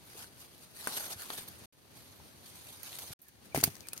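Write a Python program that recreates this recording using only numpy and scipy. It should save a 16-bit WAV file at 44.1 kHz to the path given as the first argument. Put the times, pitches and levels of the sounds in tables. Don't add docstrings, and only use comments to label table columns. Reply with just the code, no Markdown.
import sys
import numpy as np
from scipy import signal
from scipy.fft import rfft, irfft
from scipy.io import wavfile
from scipy.ndimage import uniform_filter1d

SR = 44100
rng = np.random.default_rng(int(sys.argv[2]) if len(sys.argv) > 2 else 0)


def unload_wav(signal):
    wavfile.write(
        sys.argv[1],
        SR,
        np.round(np.clip(np.atleast_2d(signal).T, -1, 1) * 32767).astype(np.int16),
    )


N = 176400
T = np.arange(N) / SR
HZ = np.fft.rfftfreq(N, 1 / SR)

# (time [s], relative level [dB])
REACH = [(0.0, -73), (0.056, -64), (0.226, -51), (0.31, -69.5), (0.368, -64), (0.412, -55), (0.51, -68),
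         (0.642, -59), (0.672, -68.5), (0.736, -64.5), (0.77, -52), (0.86, -50.5)]
PULL = [(0.89, -46.5), (0.94, -43.5), (0.98, -37.5), (0.99, -43.5), (1.044, -43.5), (1.056, -45),
        (1.126, -44.5), (1.162, -57.5), (1.206, -47.5), (1.298, -53)]
SWING = [(1.316, -44.5), (1.367, -50), (1.381, -44.5), (1.41, -48.5), (1.469, -60.5), (1.485, -54.5),
         (1.497, -61), (1.65, -62.5)]
BRUSH = [(1.73, -74.5), (1.9, -76), (1.97, -58), (2.09, -63), (2.15, -64.5), (2.4, -66), (2.48, -56.5),
         (2.56, -56.5), (2.63, -57), (2.69, -53.5), (2.78, -57.5), (2.86, -51.5), (3.02, -50.5),
         (3.05, -53), (3.13, -48.5)]
# (frequency [Hz], gain [dB])
BRANCH_EQ = [(60, -2), (200, -0.5), (500, -2), (900, -0.5), (1500, 2), (2100, -2), (2800, -0.5), (4500, 0),
             (12000, 0.5), (16000, -6.5)]
BRUSH_EQ = [(60, -19), (250, -14), (900, -1), (2000, -2.5), (3700, 2), (6000, 0.5), (9000, 0), (12000, 0),
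            (16000, -10)]


def leaves():
    branch = friction(REACH + PULL + SWING, BRANCH_EQ, grains_per_s=1300, grain_s=0.00075, spread_db=1,
                      slide_db=0, flutter_db=1.66, shimmer_db=3, shared_hz=1300, lead_s=0.00019,
                      crackle=fine_crackle())
    brush = friction(BRUSH, BRUSH_EQ, grains_per_s=1800, grain_s=0.00079, spread_db=1,
                     slide_db=-2.5, flutter_db=1.5, shimmer_db=2.5, shared_hz=1630, lead_s=-0.00012)
    picking = T < SILENCES[0][1]
    brushing = (T > SILENCES[0][1]) & (T < SILENCES[1][0])
    return amp(3.5) * branch * picking + amp([[1.5], [3]]) * brush * brushing


def fine_crackle(ticks_per_s=170, decay_s=0.0025, low_hz=2517, high_hz=12400, pitch_count=40):
    out, t = np.zeros((2, N)), T[:1024]
    onsets = rng.random(N) < ticks_per_s / SR
    pitch_index = rng.integers(0, pitch_count, N)
    for k, hz in enumerate(np.geomspace(low_hz, high_hz, pitch_count)):
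        ring = np.sin(2 * np.pi * (hz * t + rng.random((2, 1)))) * np.exp(-t / decay_s)
        tick = rng.standard_normal((2, len(t))) * np.exp(-2 * t / decay_s)
        for sample in np.flatnonzero(onsets & (pitch_index == k)):
            add(out, sample / SR, tick + 0.5 * ring)
    return amp(-7) * unit(out)


# (time [s], level [dB], pitch [Hz], decay [s], left over right [dB])
SNAPS = [(0.8724, -18, 1576, 0.0011, 0), (1.3029, -24, 1160, 0.00055, -1)]
# (frequency [Hz], gain [dB])
SPLINTER_EQ = [(60, -11.5), (250, -4.5), (1000, 8), (1600, 5), (2400, -1.5), (3800, -10), (16000, -29.5)]


def stalk_snaps(lead_s=0.0002, tail_db=-18, tail_s=0.013):
    out, t = np.zeros((2, N)), T[:4096]
    age = np.maximum(t - np.array([[0], [lead_s]]), 0)
    splinters = colour(stereo(rng.standard_normal((2, N)), shared_hz=480), SPLINTER_EQ)
    for start, db, hz, decay_s, pan_db in SNAPS:
        pop = -damped_sine(age, hz, decay_s)
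        tail = unit(splinters[:, round(start * SR):][:, :len(t)]) * np.exp(-t / tail_s)
        add(out, start, pan(db, pan_db) * (pop + amp(tail_db) * tail))
    return out


# (time [s], relative level [dB], ring pitch [Hz], ring mix [dB], decay [s], left over right [dB])
CRACKS = [(.8725, -31.5, 9700, -3, 0.0052, -0.5), (0.922, -40.5, 3750, 2, 0.0032, 10),
          (1.1214, -41.5, 4600, 3, 0.0085, 2), (1.219, -36.5, 1590, -8, 0.0042, -0.5),
          (1.3029, -36.5, 3500, 0, 0.002, 12), (1.484, -46.5, 12100, 2.5, 0.0026, -9),
          (2.46, -48.5, 4300, -8, 0.0083, 5), (2.8313, -36, 10900, -22, 0.0037, -8),
          (2.929, -44.5, 3570, 5, 0.0047, 3), (2.9867, -35, 3900, -15, 0.0099, 1),
          (3.217, -60, 13000, 7, 0.017, -1.5), (3.284, -50.5, 12000, -17, .003, -11),
          (3.5606, -31.5, 2130, 4.5, 0.002, -1), (3.5753, -25.5, 12900, -6, 0.0009, 0),
          (3.6115, -34, 7100, 1, 0.0023, 1), (3.6349, -30, 4650, 3, 0.0015, 10.5),
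          (3.638, -13.5, 4640, -10, 0.002, 7), (3.6388, -21.5, 11760, -4.5, 0.0061, -10.5),
          (3.7535, -38.5, 5560, -2, 0.00093, 8), (3.767, -39, 6000, -8, .001, 3),
          (3.8065, -39, 5480, 0.5, 0.001, 4.5), (3.87, -43.5, 1400, -8, 0.005, -3),
          (3.8858, -31, 7560, -3.5, .0013, 2), (3.9324, -27, 9900, -4.5, 0.0015, 2.5),
          (3.977, -34, 6600, -3.5, 0.0019, 4)]
# (frequency [Hz], gain [dB])
CRACK_EQ = [(60, -3.5), (300, -9.5), (1000, -8.5), (1600, -3.5), (2100, -4.5), (3700, -8), (4600, -4.5),
            (5500, -5.5), (6700, -2), (9000, -2.5), (11800, -3.5), (14000, 0.5), (15500, 0)]
ATTACK_S = 0.00019


def fibre_cracks(tail_db=-18, tail_s=0.011, relative_bandwidth=0.18):
    out, t = np.zeros((2, N)), T[:4096]
    freqs = np.fft.rfftfreq(len(t), 1 / SR)
    for start, db, hz, ring_db, decay_s, pan_db in CRACKS:
        burst = rng.standard_normal((2, len(t)))
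        ring = unit(irfft(rfft(burst) / (1 + 2j * (freqs - hz) / (relative_bandwidth * hz))))
        attack = np.minimum(t / ATTACK_S, 1)
        decay = np.exp(-t / decay_s) + amp(tail_db) * np.exp(-t / tail_s)
        add(out, start, pan(db, pan_db) * attack * decay * (burst + amp(ring_db) * ring))
    return colour(stereo(out, shared_hz=1500), CRACK_EQ)


# (time [s], level [dB], pitch [Hz], decay [s])
THUDS = [(0.153, -44.5, 430, 0.0044), (0.243, -44, 1530, .003), (0.883, -42, 240, 0.007),
         (1.159, -37.5, 95, 0.012), (1.619, -40, 129, 0.0057), (2.2, -49, 900, 0.0027),
         (3.105, -35, 104, 0.0044), (3.5468, -18.5, 687, 0.0015), (3.5603, -24.5, 610, 0.0012),
         (3.5754, -19, 253, 0.0017), (3.5821, -23.5, 176, 0.0028), (3.6297, -21, 465, 0.00059),
         (3.6385, -22.5, 300, 0.0019), (3.6764, -23.5, 152, 0.0046)]
# (pitch [Hz], level relative to the blow [dB], decay [s])
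BASKET_MODES = [(100.4, -13, 0.024), (137.5, -15, 0.015), (272.6, -25, 0.013), (395, -23.5, 0.014),
                (673, -17.5, 0.006), (792, -27, 0.0085)]


def thuds(lead_s=0.00014, low_cut_hz=60):
    out, t = np.zeros(N), T[:8192]
    body = sum(amp(db) * damped_sine(t, hz, decay_s) for hz, db, decay_s in BASKET_MODES)
    for start, db, hz, decay_s in THUDS:
        in_basket = start > SILENCES[0][1]
        add(out, start, -amp(db) * (damped_sine(t, hz, decay_s) + body * in_basket))
    left = signal.sosfilt(signal.butter(2, low_cut_hz, "high", fs=SR, output="sos"), out)
    right = np.interp(T - lead_s, T, left)
    return np.array([left, right])


# (time [s], relative level [dB])
CARRY = [(3.2, -72), (3.28, -62), (3.42, -77), (3.455, -56.5), (3.5, -73), (3.535, -77)]
LOAD = [(3.544, -56), (3.548, -34), (3.578, -37), (3.592, -40.5), (3.628, -46), (3.648, -41.5),
        (3.675, -39.5), (3.7, -51.5), (3.8, -59), (3.945, -69), (3.965, -49), (4.0, -55)]
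# (frequency [Hz], gain [dB])
WEAVE_EQ = [(60, -2), (200, 17), (600, -4), (1200, 3.5), (2000, 7), (4000, 1), (6500, 5.5), (9000, 3),
            (16000, 4.5)]


def weave_crunch():
    grind = friction(CARRY + LOAD, WEAVE_EQ, grains_per_s=2600, grain_s=0.0012, spread_db=5,
                     slide_db=-4.5, flutter_db=0.5, shimmer_db=0.5, shared_hz=1280, lead_s=0.00027)
    return amp([[2], [-1]]) * grind * (T > SILENCES[1][1])


# (pitch [Hz], relative level [dB], decay [s])
CANE_MODES = [(4514, -4.5, 0.0035), (4670, -3.5, 0.0035), (6600, 0.5, 0.0029), (8750, -17, 0.0036),
              (11570, -6, 0.0036), (13130, 5, 0.0027), (15500, 4, .003)]


def cane_tick(start=3.6382, strike_db=-21.5):
    out, t = np.zeros((2, N)), T[:4096]
    phases = rng.random((len(CANE_MODES), 2, 1))
    ring = sum(amp(db) * damped_sine(t, hz, decay_s, phase)
               for (hz, db, decay_s), phase in zip(CANE_MODES, phases))
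    add(out, start, amp(strike_db) * np.minimum(t / ATTACK_S, 1) * ring)
    return out


# (time [s], length [s], start pitch [Hz], end pitch [Hz], level [dB])
CHIRPS = [(3.248, 0.066, 1820, 1674, -68), (3.508, 0.038, 2550, 2150, -57),
          (3.821, 0.065, 2550, 2280, -57.5), (3.915, 0.034, 2370, 2600, -54.5),
          (3.94, 0.023, 1500, 1320, -60)]


def far_bird(blur_hz=110):
    notes = np.zeros(N, complex)
    for start, length_s, start_hz, end_hz, db in CHIRPS:
        progress = np.linspace(0, 1, int(length_s * SR))
        cycles = np.cumsum(start_hz + (end_hz - start_hz) * progress) / SR
        add(notes, start, amp(db) * np.sin(np.pi * progress) * np.exp(2j * np.pi * cycles))
    return np.array([(notes * (wander(blur_hz) + 1j * wander(blur_hz))).real for port in range(2)])


# (frequency [Hz], gain [dB])
AIR_EQ = [(20, -42), (45, -12.5), (70, 8), (120, 3.5), (220, -4), (500, -11), (1000, -15.5), (2500, -17.5),
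          (6000, -20.5), (16000, -26.5)]
# (time [s], relative level [dB])
AIR_LEVEL = [(0, -59.5), (1.2, -60.5), (1.65, -54.5), (1.73, -66.5), (1.95, -58.5), (3.13, -59), (3.2, -71),
             (3.45, -58.5), (4.0, -58.5)]


def open_air():
    centred = unit(colour(stereo(rng.standard_normal((2, N)), shared_hz=660), AIR_EQ))
    wide = unit(colour(rng.standard_normal((2, N)), AIR_EQ))
    return (centred + amp(1) * wide) * envelope(AIR_LEVEL) * amp(0.91 * wander(42))


def friction(curve, eq, grains_per_s, grain_s, spread_db, slide_db, flutter_db, shimmer_db,
             shared_hz, lead_s, crackle=0., spot_count=24):
    grains, t = np.zeros((2, N)), T[:512]
    strength = amp(spread_db * np.minimum(rng.exponential(1, N), 3))
    slips = strength * (rng.random(N) < grains_per_s / SR)
    spot = rng.integers(0, spot_count, N)
    for k in range(spot_count):
        ring = rng.standard_normal((2, len(t))) * np.exp(-t / grain_s)
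        grains += signal.oaconvolve((slips * (spot == k))[None], unit(ring), axes=1)[:, :N]
    hiss = amp(slide_db) * rng.standard_normal((2, N))
    rub = shimmer(unit(unit(grains) + hiss), shimmer_db)
    rub = colour(stereo(rub + crackle, shared_hz, lead_s), eq)
    return unit(rub * amp(flutter_db * wander(40))) * envelope(curve)


def shimmer(x, depth_db, patch_s=0.038, patch_hz=430):
    bands = signal.stft(x, nperseg=512, noverlap=384)[2]
    patches = rng.standard_normal(bands.shape[1:])
    patches = uniform_filter1d(patches, round(patch_hz * 512 / SR), axis=0)
    patches = uniform_filter1d(patches, round(patch_s * SR / 128), axis=1)
    return signal.istft(bands * amp(depth_db * unit(patches)), nperseg=512, noverlap=384)[1][:, :N]


def amp(db):
    return 10 ** (np.asarray(db) / 20)


def pan(db, pan_db):
    return amp([[db + pan_db / 2], [db - pan_db / 2]])


def unit(x):
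    return x / np.sqrt(np.mean(x ** 2) + 1e-20)


def envelope(curve):
    return amp(np.interp(T, *np.transpose(curve)))


def damped_sine(t, hz, decay_s, phase=0):
    return np.exp(-t / decay_s) * np.sin(2 * np.pi * (hz * t + phase))


def colour(x, eq):
    hz, db = np.transpose(eq)
    log_hz = np.log(abs(np.fft.fftfreq(N, 1 / SR)) + 1)
    log_gain = np.log(amp(np.interp(log_hz, np.log(hz + 1), db)))
    response = np.exp(np.conj(signal.hilbert(log_gain)))[:len(HZ)]
    return irfft(rfft(x) * response, N)


def stereo(x, shared_hz, lead_s=0):
    left, other = rfft(x)
    shared = 1 / (1 + (HZ / shared_hz) ** 2)
    right = shared * left * np.exp(-2j * np.pi * HZ * lead_s) + np.sqrt(1 - shared ** 2) * other
    return irfft(np.array([left, right]), N)


def wander(rate_hz):
    return unit(irfft(rfft(rng.standard_normal(N)) / (1 + (HZ / rate_hz) ** 4), N))


def add(mix, start, sound):
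    part = mix[..., max(round(start * SR), 0):][..., :sound.shape[-1]]
    part += sound[..., :part.shape[-1]]


def scene():
    return (leaves() + stalk_snaps() + weave_crunch() + fibre_cracks() + cane_tick() + thuds()
            + far_bird() + open_air())


# (frequency [Hz], left gain [dB], right gain [dB])
PORT_EQ = [(62.5, -7.5, -10.5), (327, 1, 0.5), (810, 1.5, 1), (1500, 0.5, -2.5), (2150, 0, -1),
           (3500, 1, -0.5), (4600, 3.5, 2), (5050, 0, -2.5), (6800, 0.5, 1), (6960, -8.5, -6),
           (8320, 2, -7), (9060, 7, -3), (10300, -0.5, 0), (10740, -1, 3.5), (11620, 2, 4),
           (11660, -5.5, 7.5), (13100, -0.5, 1.5), (15500, -11, 0.5)]
# (start [s], end [s])
SILENCES = [(1.658, 1.725), (3.135, 3.191)]


def record(dry, high_cut_hz=15900):
    eq = np.array(PORT_EQ)
    heard = np.array([colour(dry[0], eq[:, [0, 1]]), colour(dry[1], eq[:, [0, 2]])])
    muted = sum((T > start) & (T < end) for start, end in SILENCES)
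    gate = uniform_filter1d(1. - muted, size=64)
    lowpass = signal.firwin(255, high_cut_hz, window=("kaiser", 7), fs=SR)
    return signal.oaconvolve(heard * gate, lowpass[None], "same")


dry = scene()
out = record(dry)
unload_wav(out)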